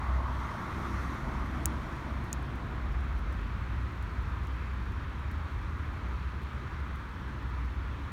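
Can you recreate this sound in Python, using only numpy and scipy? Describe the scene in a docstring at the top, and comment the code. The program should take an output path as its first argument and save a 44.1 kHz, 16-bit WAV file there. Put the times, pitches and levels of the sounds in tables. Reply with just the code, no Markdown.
"""Motorway traffic from a grass verge: filtered noise makes a steady wash of far tyres throughout, and
noise with gliding sine notes makes a low, throbbing engine rumble under it. From the start one nearer
vehicle goes by in about three seconds: noise bands give tyre roar, body noise, a howl in waves and a
hiss that fades sooner than the body noise. Dry grass crackles faintly all along, as random snaps of
noise. From 1.7 s on, dry ticks of short ringing modes sound close to the microphone, two of them sharp."""
import sys
import numpy as np
from scipy import signal
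from scipy.fft import rfft, irfft
from scipy.io import wavfile
from scipy.ndimage import map_coordinates

SR = 44100
rng = np.random.default_rng(int(sys.argv[2]) if len(sys.argv) > 2 else 0)


def persist_wave(psi):
    """Save psi, clipped to +-1, as 16-bit WAV."""
    counts = np.round(np.clip(psi, -1, 1) * 32767).astype(np.int16)
    wavfile.write(sys.argv[1], SR, np.atleast_2d(counts).T)


N = 358091
TIME = np.arange(N) / SR  # s


def gain_of(db):
    """Level and amplitude: 20 dB is a factor of ten in amplitude."""
    return 10 ** (np.asarray(db) / 20)


def evened(x):
    """Normalisation: scales a signal to rms 1."""
    return x / np.sqrt(np.mean(x ** 2) + 1e-20)


def noise(spectrum):
    """Spectral shaping: white noise filtered to (Hz, dB) points, rms 1, silent above the last point."""
    hz, db = np.transpose(spectrum)
    bin_hz = np.fft.rfftfreq(N, 1 / SR)
    shape_db = np.interp(np.log(bin_hz + 1), np.log(hz + 1), db, right=-np.inf)
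    white = rng.standard_normal(N)
    return evened(irfft(rfft(white) * gain_of(shape_db), N))


def drift(rate):
    """Low-passed chance: random fluctuation of rms 1, mostly slower than rate (Hz), with zero mean."""
    hz = np.fft.rfftfreq(N, 1 / SR)
    low_pass = (hz > 0) / (1 + (hz / rate) ** 4)
    return evened(irfft(rfft(rng.standard_normal(N)) * low_pass, N))


def curve_over_time(points):
    """Linear interpolation of (s, value) points."""
    return np.interp(TIME, *np.transpose(points))


def level(points):
    """Amplitude envelope: gain over time from (s, dB) points."""
    return gain_of(curve_over_time(points))


def open_air(x, patchy_db, patch_s, patch_hz):
    """Propagation through moving air: patches of the spectrum fade and swell on the way."""
    z = signal.stft(x, nperseg=1024, noverlap=768)[2]
    across = np.fft.fftfreq(z.shape[0], SR / 1024)[:, None]  # cycles per Hz
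    along = np.fft.fftfreq(z.shape[1], 256 / SR)  # cycles per s
    blur = np.exp(-(across * patch_hz) ** 2 - (along * patch_s) ** 2)
    chance = rng.standard_normal(z.shape)
    patches = evened(np.fft.ifft2(np.fft.fft2(chance) * blur).real)
    return signal.istft(z * gain_of(patchy_db * patches), nperseg=1024, noverlap=768)[1][:N]


def notched(x, notches):
    """Destructive interference: reflections close to the microphone cancel a few narrow bands."""
    hz = np.fft.rfftfreq(N, 1 / SR)
    loss_db = sum(db / (1 + ((hz - centre_hz) / width) ** 2) for centre_hz, width, db in notches)
    return irfft(rfft(x) * gain_of(loss_db), N)


# Spectrum of far tyres and engines. Each row: frequency in Hz, relative density in dB per Hz.
WASH_SPECTRUM = [(70, 1.5), (115, 9.5), (180, 6.5), (280, 1.44), (350, -0.6), (480, -7), (740, -9.5),
                 (980, -0.64), (1300, -0.2), (2450, -11), (3800, -19.5), (6300, -30.5), (8500, -36),
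                 (12500, -41.5), (17000, -45.5)]
# Level of the far traffic. Each row: time in seconds, level in dB.
WASH_LEVEL = [(0, -43.5), (2, -42.5), (3.1, -43), (4.3, -42.5), (5.2, -43), (6.1, -42.4), (7.1, -43.5),
              (8.12, -43)]


def far_traffic():
    """Incoherent sum: many tyres merge into a wash, flickering in the breeze; soft ground dips it near 740 Hz."""
    wash = open_air(noise(WASH_SPECTRUM), patchy_db=0.66, patch_s=0.18, patch_hz=704)
    flicker_db = 0.28 * drift(rate=11)
    return wash * gain_of(flicker_db) * level(WASH_LEVEL)


def note(hz, waver, flutter_db):
    """Periodic firing: a sine of rms 1 with unsteady pitch (waver, share of the note) and level (dB)."""
    turns = np.cumsum(hz * (1 + waver * drift(rate=4.12))) / SR
    flutter = gain_of(flutter_db * drift(rate=6.9))
    return evened(flutter * np.sin(2 * np.pi * turns))


# Exhaust rumble. Each row: frequency in Hz, relative density in dB per Hz.
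RUMBLE_SPECTRUM = [(10, -35), (24, -36), (36, -15.5), (48, 2.5), (58, -4), (68, -0.5), (80, 0), (100, -3),
                   (130, -13.5), (170, -28), (400, -50)]
# Level of the rumble. Each row: time in seconds, level in dB.
RUMBLE_LEVEL = [(0.0, -38), (0.35, -38.5), (0.65, -41.5), (1.0, -42), (1.6, -40.5), (2.3, -40.5),
                (3.0, -39), (4.4, -37), (5.1, -39), (5.8, -38.5), (6.4, -43.5), (7.15, -42), (8.12, -39)]
# Firing note of the throbbing engine. Each row: time in seconds, frequency in Hz before its waver.
THROB_NOTE = [(0, 61.5), (0.4, 63), (1, 65), (1.8, 65), (2.2, 65), (2.45, 61), (3.1, 65.5), (3.8, 63),
              (4.3, 64), (4.6, 61), (5.2, 67.5), (6.1, 62), (6.8, 65), (7.7, 62), (8.12, 66)]
# Surges of that engine. Each row: time in seconds, level in dB before its flutter.
THROB_LEVEL = [(0, -38), (0.17, -29.5), (0.42, -41.5), (0.58, -45), (0.8, -44.5), (0.97, -30), (1.18, -47),
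               (1.42, -35), (1.7, -35.5), (1.88, -44.5), (2.27, -34.5), (2.62, -44), (2.78, -35),
               (3.1, -32), (3.48, -44), (3.75, -37.5), (4.25, -38), (4.58, -33), (5.05, -41), (5.25, -40),
               (5.95, -42), (6.22, -36), (6.55, -42), (6.82, -35), (7.05, -46), (7.45, -39.5), (7.7, -34.5),
               (8.12, -46)]
# Firing notes of single engines. Each row: start in seconds, end in seconds, first frequency in Hz,
# last frequency in Hz, level in dB before the fade in and out.
DRONES = [(0, 3.8, 130, 138, -47.5), (0.85, 1.92, 45, 43.2, -40.5), (2.6, 3.87, 48, 54.05, -37.5),
          (3.2, 4.4, 116, 121.6, -50.5), (3.4, 5.4, 188.2, 194.8, -56), (3.7, 4.6, 57, 59.4, -42.5),
          (5.1, 6.07, 78, 75.9, -39), (6.2, 6.95, 72, 73.7, -39), (6.1, 7.6, 127, 124.5, -49),
          (6.7, 8.5, 283, 283, -60.5)]


def engines():
    """Tones in noise: exhaust rumble, a deep surging engine, and other notes that glide in and out of earshot."""
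    rumble = noise(RUMBLE_SPECTRUM) * level(RUMBLE_LEVEL)
    throb = note(curve_over_time(THROB_NOTE), waver=0.015, flutter_db=2.5)
    out = rumble + throb * level(THROB_LEVEL)
    for start, end, first_hz, last_hz, db in DRONES:
        along = np.clip((TIME - start) / (end - start), 0, 1)
        in_earshot = np.sqrt(np.sin(np.pi * along).clip(0))
        glide_hz = first_hz + (last_hz - first_hz) * along
        out += gain_of(db) * in_earshot * note(glide_hz, waver=0.005, flutter_db=2.5)
    return out


def gliding(x, curve):
    """Resampling: reading a sound faster or slower shifts its pitch by (s, factor) points."""
    read_at = np.cumsum(curve_over_time(curve))
    return map_coordinates(x, [read_at], order=3, mode="wrap")


GRASS_LOSS_DB = 5  # for each further closest-approach distance


def passing(abreast_s, db, approach_s, retreat_s):
    """Spherical spreading and ground loss: gain falls with distance and with the grass crossed."""
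    along = (TIME - abreast_s) / np.where(TIME < abreast_s, approach_s, retreat_s)
    distance = np.hypot(1, along)  # in closest-approach distances
    return gain_of(db - GRASS_LOSS_DB * (distance - 1)) / distance


# Tyre roar. Each row: frequency in Hz, relative density in dB per Hz.
ROAR_SPECTRUM = [(300, -50), (500, -22), (660, -8.5), (780, -8), (900, -1), (1130, 3), (1320, -1.5),
                 (1500, -6.5), (1750, -17), (2100, -11), (2600, -40), (6000, -43)]
# Its pitch rises a little as the vehicle draws level, then sinks. Each row: time in seconds, pitch factor.
ROAR_GLIDE = [(0, 0.97), (0.9, 1.016), (2, 0.99)]
# Its pass. The one row: loudest moment in seconds, level in dB, approach in seconds, retreat in seconds.
ROAR_PASS = (0.7, -42, 4, 0.9)
# Low howl of the tread. Each row: frequency in Hz, relative density in dB per Hz, before the glide.
HOWL_SPECTRUM = [(380, -32), (520, -3), (650, 1), (760, -3), (900, -1.5), (1400, -33)]
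# Its pitch wanders as the path over the ground changes. Each row: time in seconds, pitch factor.
HOWL_GLIDE = [(0, 1.06), (0.7, 0.96), (1.25, 0.94), (1.65, 1.05), (2.1, 0.99), (2.7, 1.1)]
# Its waves of loudness. Each row: time in seconds, level in dB.
HOWL_LEVEL = [(0, -48), (0.2, -49), (0.55, -59), (0.95, -59), (1.22, -52.5), (1.45, -59), (1.68, -54),
              (1.95, -54.5), (2.35, -54), (2.8, -54.5), (3.4, -66), (5, -87)]
# Body noise. Each row: frequency in Hz, relative density in dB per Hz.
BODY_SPECTRUM = [(50, -14), (120, -2.5), (170, -3), (230, 2), (290, -3.5), (340, -3.5), (420, -14.5),
                 (650, -15), (1500, -24), (4000, -55)]
# Level of the body noise. Each row: time in seconds, level in dB.
BODY_LEVEL = [(0, -49), (0.35, -49), (0.75, -41.5), (1.15, -44), (1.6, -42.5), (2.1, -45), (2.8, -48),
              (3.6, -53), (4.6, -59), (8.12, -72)]
# Hiss. Each row: frequency in Hz, relative density in dB per Hz.
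HISS_SPECTRUM = [(700, -18), (1400, 4), (1800, 13.5), (2250, 7), (2650, -5), (3200, 2), (3800, -1.5),
                 (4600, -3.5), (6000, -5), (7500, -11), (9200, -12.5), (11500, -16), (13200, -17),
                 (14500, -24), (17000, -28)]
# Level of the hiss. Each row: time in seconds, level in dB.
HISS_LEVEL = [(0, -57), (0.24, -58.5), (0.42, -53), (0.8, -53), (1.07, -50.5), (1.27, -55.5), (1.9, -56.5),
              (2.25, -62), (3, -74), (5, -88)]


def near_vehicle():
    """Superposition: tyre roar thrown forwards, body noise that trails behind, hiss, and a howl in waves."""
    roar = gliding(noise(ROAR_SPECTRUM), ROAR_GLIDE) * passing(*ROAR_PASS)
    howl = gliding(noise(HOWL_SPECTRUM), HOWL_GLIDE) * level(HOWL_LEVEL)
    body = noise(BODY_SPECTRUM) * level(BODY_LEVEL)
    hiss = noise(HISS_SPECTRUM) * level(HISS_LEVEL)
    return open_air(roar + howl + body + hiss, patchy_db=1.58, patch_s=0.075, patch_hz=500)


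CRACKLE_PER_S, CRACKLE_DB, CRACKLE_SPREAD_DB = 120, -81, 2.1  # mean rate, rms level, spread of sizes
# Rustle, shared by the grass and the ticks. Each row: frequency in Hz, relative density in dB per Hz.
RUSTLE_SPECTRUM = [(2000, -40), (5000, 1), (7000, -4), (9000, -3), (13000, -1), (15000, -5), (17000, -12)]


def grass():
    """Random impulses: dry stalks brush together in tiny snaps, each a decaying burst of noise."""
    size_db = CRACKLE_SPREAD_DB * np.minimum(rng.exponential(1, N), 3)
    snaps = gain_of(size_db) * (rng.random(N) < CRACKLE_PER_S / SR)
    decay = np.exp(-1 / (0.0011 * SR))  # time constant 1.1 ms
    bursts = signal.lfilter([1], [1, -decay], snaps)
    return gain_of(CRACKLE_DB) * evened(bursts * noise(RUSTLE_SPECTRUM))


def add(mix, s, sound):
    """Superposition: mixes a sound in at time s."""
    part = mix[round(s * SR):][:len(sound)]
    part += sound[:len(part)]


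CRACK_T60_S, RUSTLE_T60_S = 0.004, 0.051
# Dry ticks. Each row: start in seconds, ring peak in dB, pitch factor, treble tilt in dB per octave,
# crack level in dB, rustle level in dB.
TICKS = [(1.6572, -11.5, 0.99, 4, -31, -51), (2.2410, -57, 1.25, 0, -64, -60.5),
         (2.3277, -47, 0.78, -12, -49, -66), (2.3295, -19, 1, -14, -36, -54),
         (2.4258, -53, 1.25, -2, -64, -69), (2.554, -59, 1.2, -4, -67, -63),
         (3.0038, -61, 1.1, 0, -72, -71), (3.178, -62, 1.15, 0, -74, -67), (3.1900, -62, 1.3, 0, -74, -66),
         (3.3248, -55, 1.18, -1, -62, -61), (4.026, -50, 1.1, -3, -56, -64),
         (4.4342, -59, 1.3, 0, -72, -68), (4.4706, -51, 0.92, -8, -59, -63),
         (5.3127, -52, 1.3, 1, -64, -59.5), (6.4180, -62, 1.35, 2, -74, -66),
         (6.4320, -61, 1.35, 2, -74, -65), (6.9570, -55, 1.2, -2, -66, -64)]
# Modes of a tick. Each row: frequency in Hz before the pitch factor, relative level in dB, t60 in seconds.
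TICK_MODES = [(5600, -28, 0.004), (6770, 2, 0.003), (8400, 1.5, 0.003), (9700, -0.5, 0.003),
              (12100, -5, 0.0021), (15650, -6, .0036)]
# Crack that starts a tick. Each row: frequency in Hz, relative density in dB per Hz.
CRACK_SPECTRUM = [(600, -12), (1300, 3), (3600, 3), (5000, -3), (9000, -2), (14000, -1), (17000, -9)]


def ticks():
    """Modal impact: a broad crack rings very short modes, scatters off what stands near and ends in a rustle."""
    t, out = np.arange(4096) / SR, np.zeros(N)
    bin_hz = np.fft.rfftfreq(len(t), 1 / SR)
    octaves = np.log2(np.clip(bin_hz, 6800, None) / 8000)  # from 8 kHz; no further tilt below 6.8 kHz
    small_body = signal.butter(2, [4500, 17500], "band", fs=SR, output="sos")
    crack_level, rustle_level = np.zeros(N), np.zeros(N)
    for s, db, pitch, tilt_db, crack_db, rustle_db in TICKS:
        ring = np.zeros(len(t))
        for k, (hz, mode_db, t60) in enumerate(TICK_MODES):
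            # neighbouring modes start in opposite directions, which fills the valleys between them
            direction = (-1) ** k
            ring += direction * gain_of(mode_db - 60 * t / t60) * np.sin(2 * np.pi * pitch * hz * t)
        # so small a thing radiates little bass
        ring = signal.sosfilt(small_body, ring)
        scatter = rng.standard_normal(len(t)) * gain_of(-29.5 - 60 * t / 0.018)
        snap = irfft(rfft(ring) * (1 + rfft(scatter)) * gain_of(tilt_db * octaves))[:len(t) // 2]
        add(out, s, gain_of(db) * snap / abs(snap).max())
        add(crack_level, s, gain_of(crack_db - 60 * t / CRACK_T60_S))
        add(rustle_level, s, gain_of(rustle_db - 60 * t / RUSTLE_T60_S))
    return out + crack_level * noise(CRACK_SPECTRUM) + rustle_level * noise(RUSTLE_SPECTRUM)


# Cancelled bands of the road noise. Each row: centre in Hz, half-width in Hz, gain in dB.
ROAD_NOTCHES = [(2860, 134, -3.5), (4940, 230, -4), (7750, 490, -3.5), (10400, 310, -5)]
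# Cancelled bands of the ticks and grass. Each row: centre in Hz, half-width in Hz, gain in dB.
CLOSE_NOTCHES = [(4900, 260, -3), (10890, 230, -9), (14100, 400, -3)]


def scene():
    """Superposition at one microphone: the road, the grass and the close ticks."""
    road = notched(far_traffic() + engines() + near_vehicle(), ROAD_NOTCHES)
    close = notched(grass() + ticks(), CLOSE_NOTCHES)
    return (road + close)[None]


def record(dry):
    """Band limiting: the recorder passes only what lies below its upper edge."""
    low_pass = signal.firwin(511, 19300, window=("kaiser", 9), fs=SR)  # edge in Hz
    return signal.oaconvolve(dry, low_pass[None], "same")


dry = scene()
out = record(dry)
persist_wave(out)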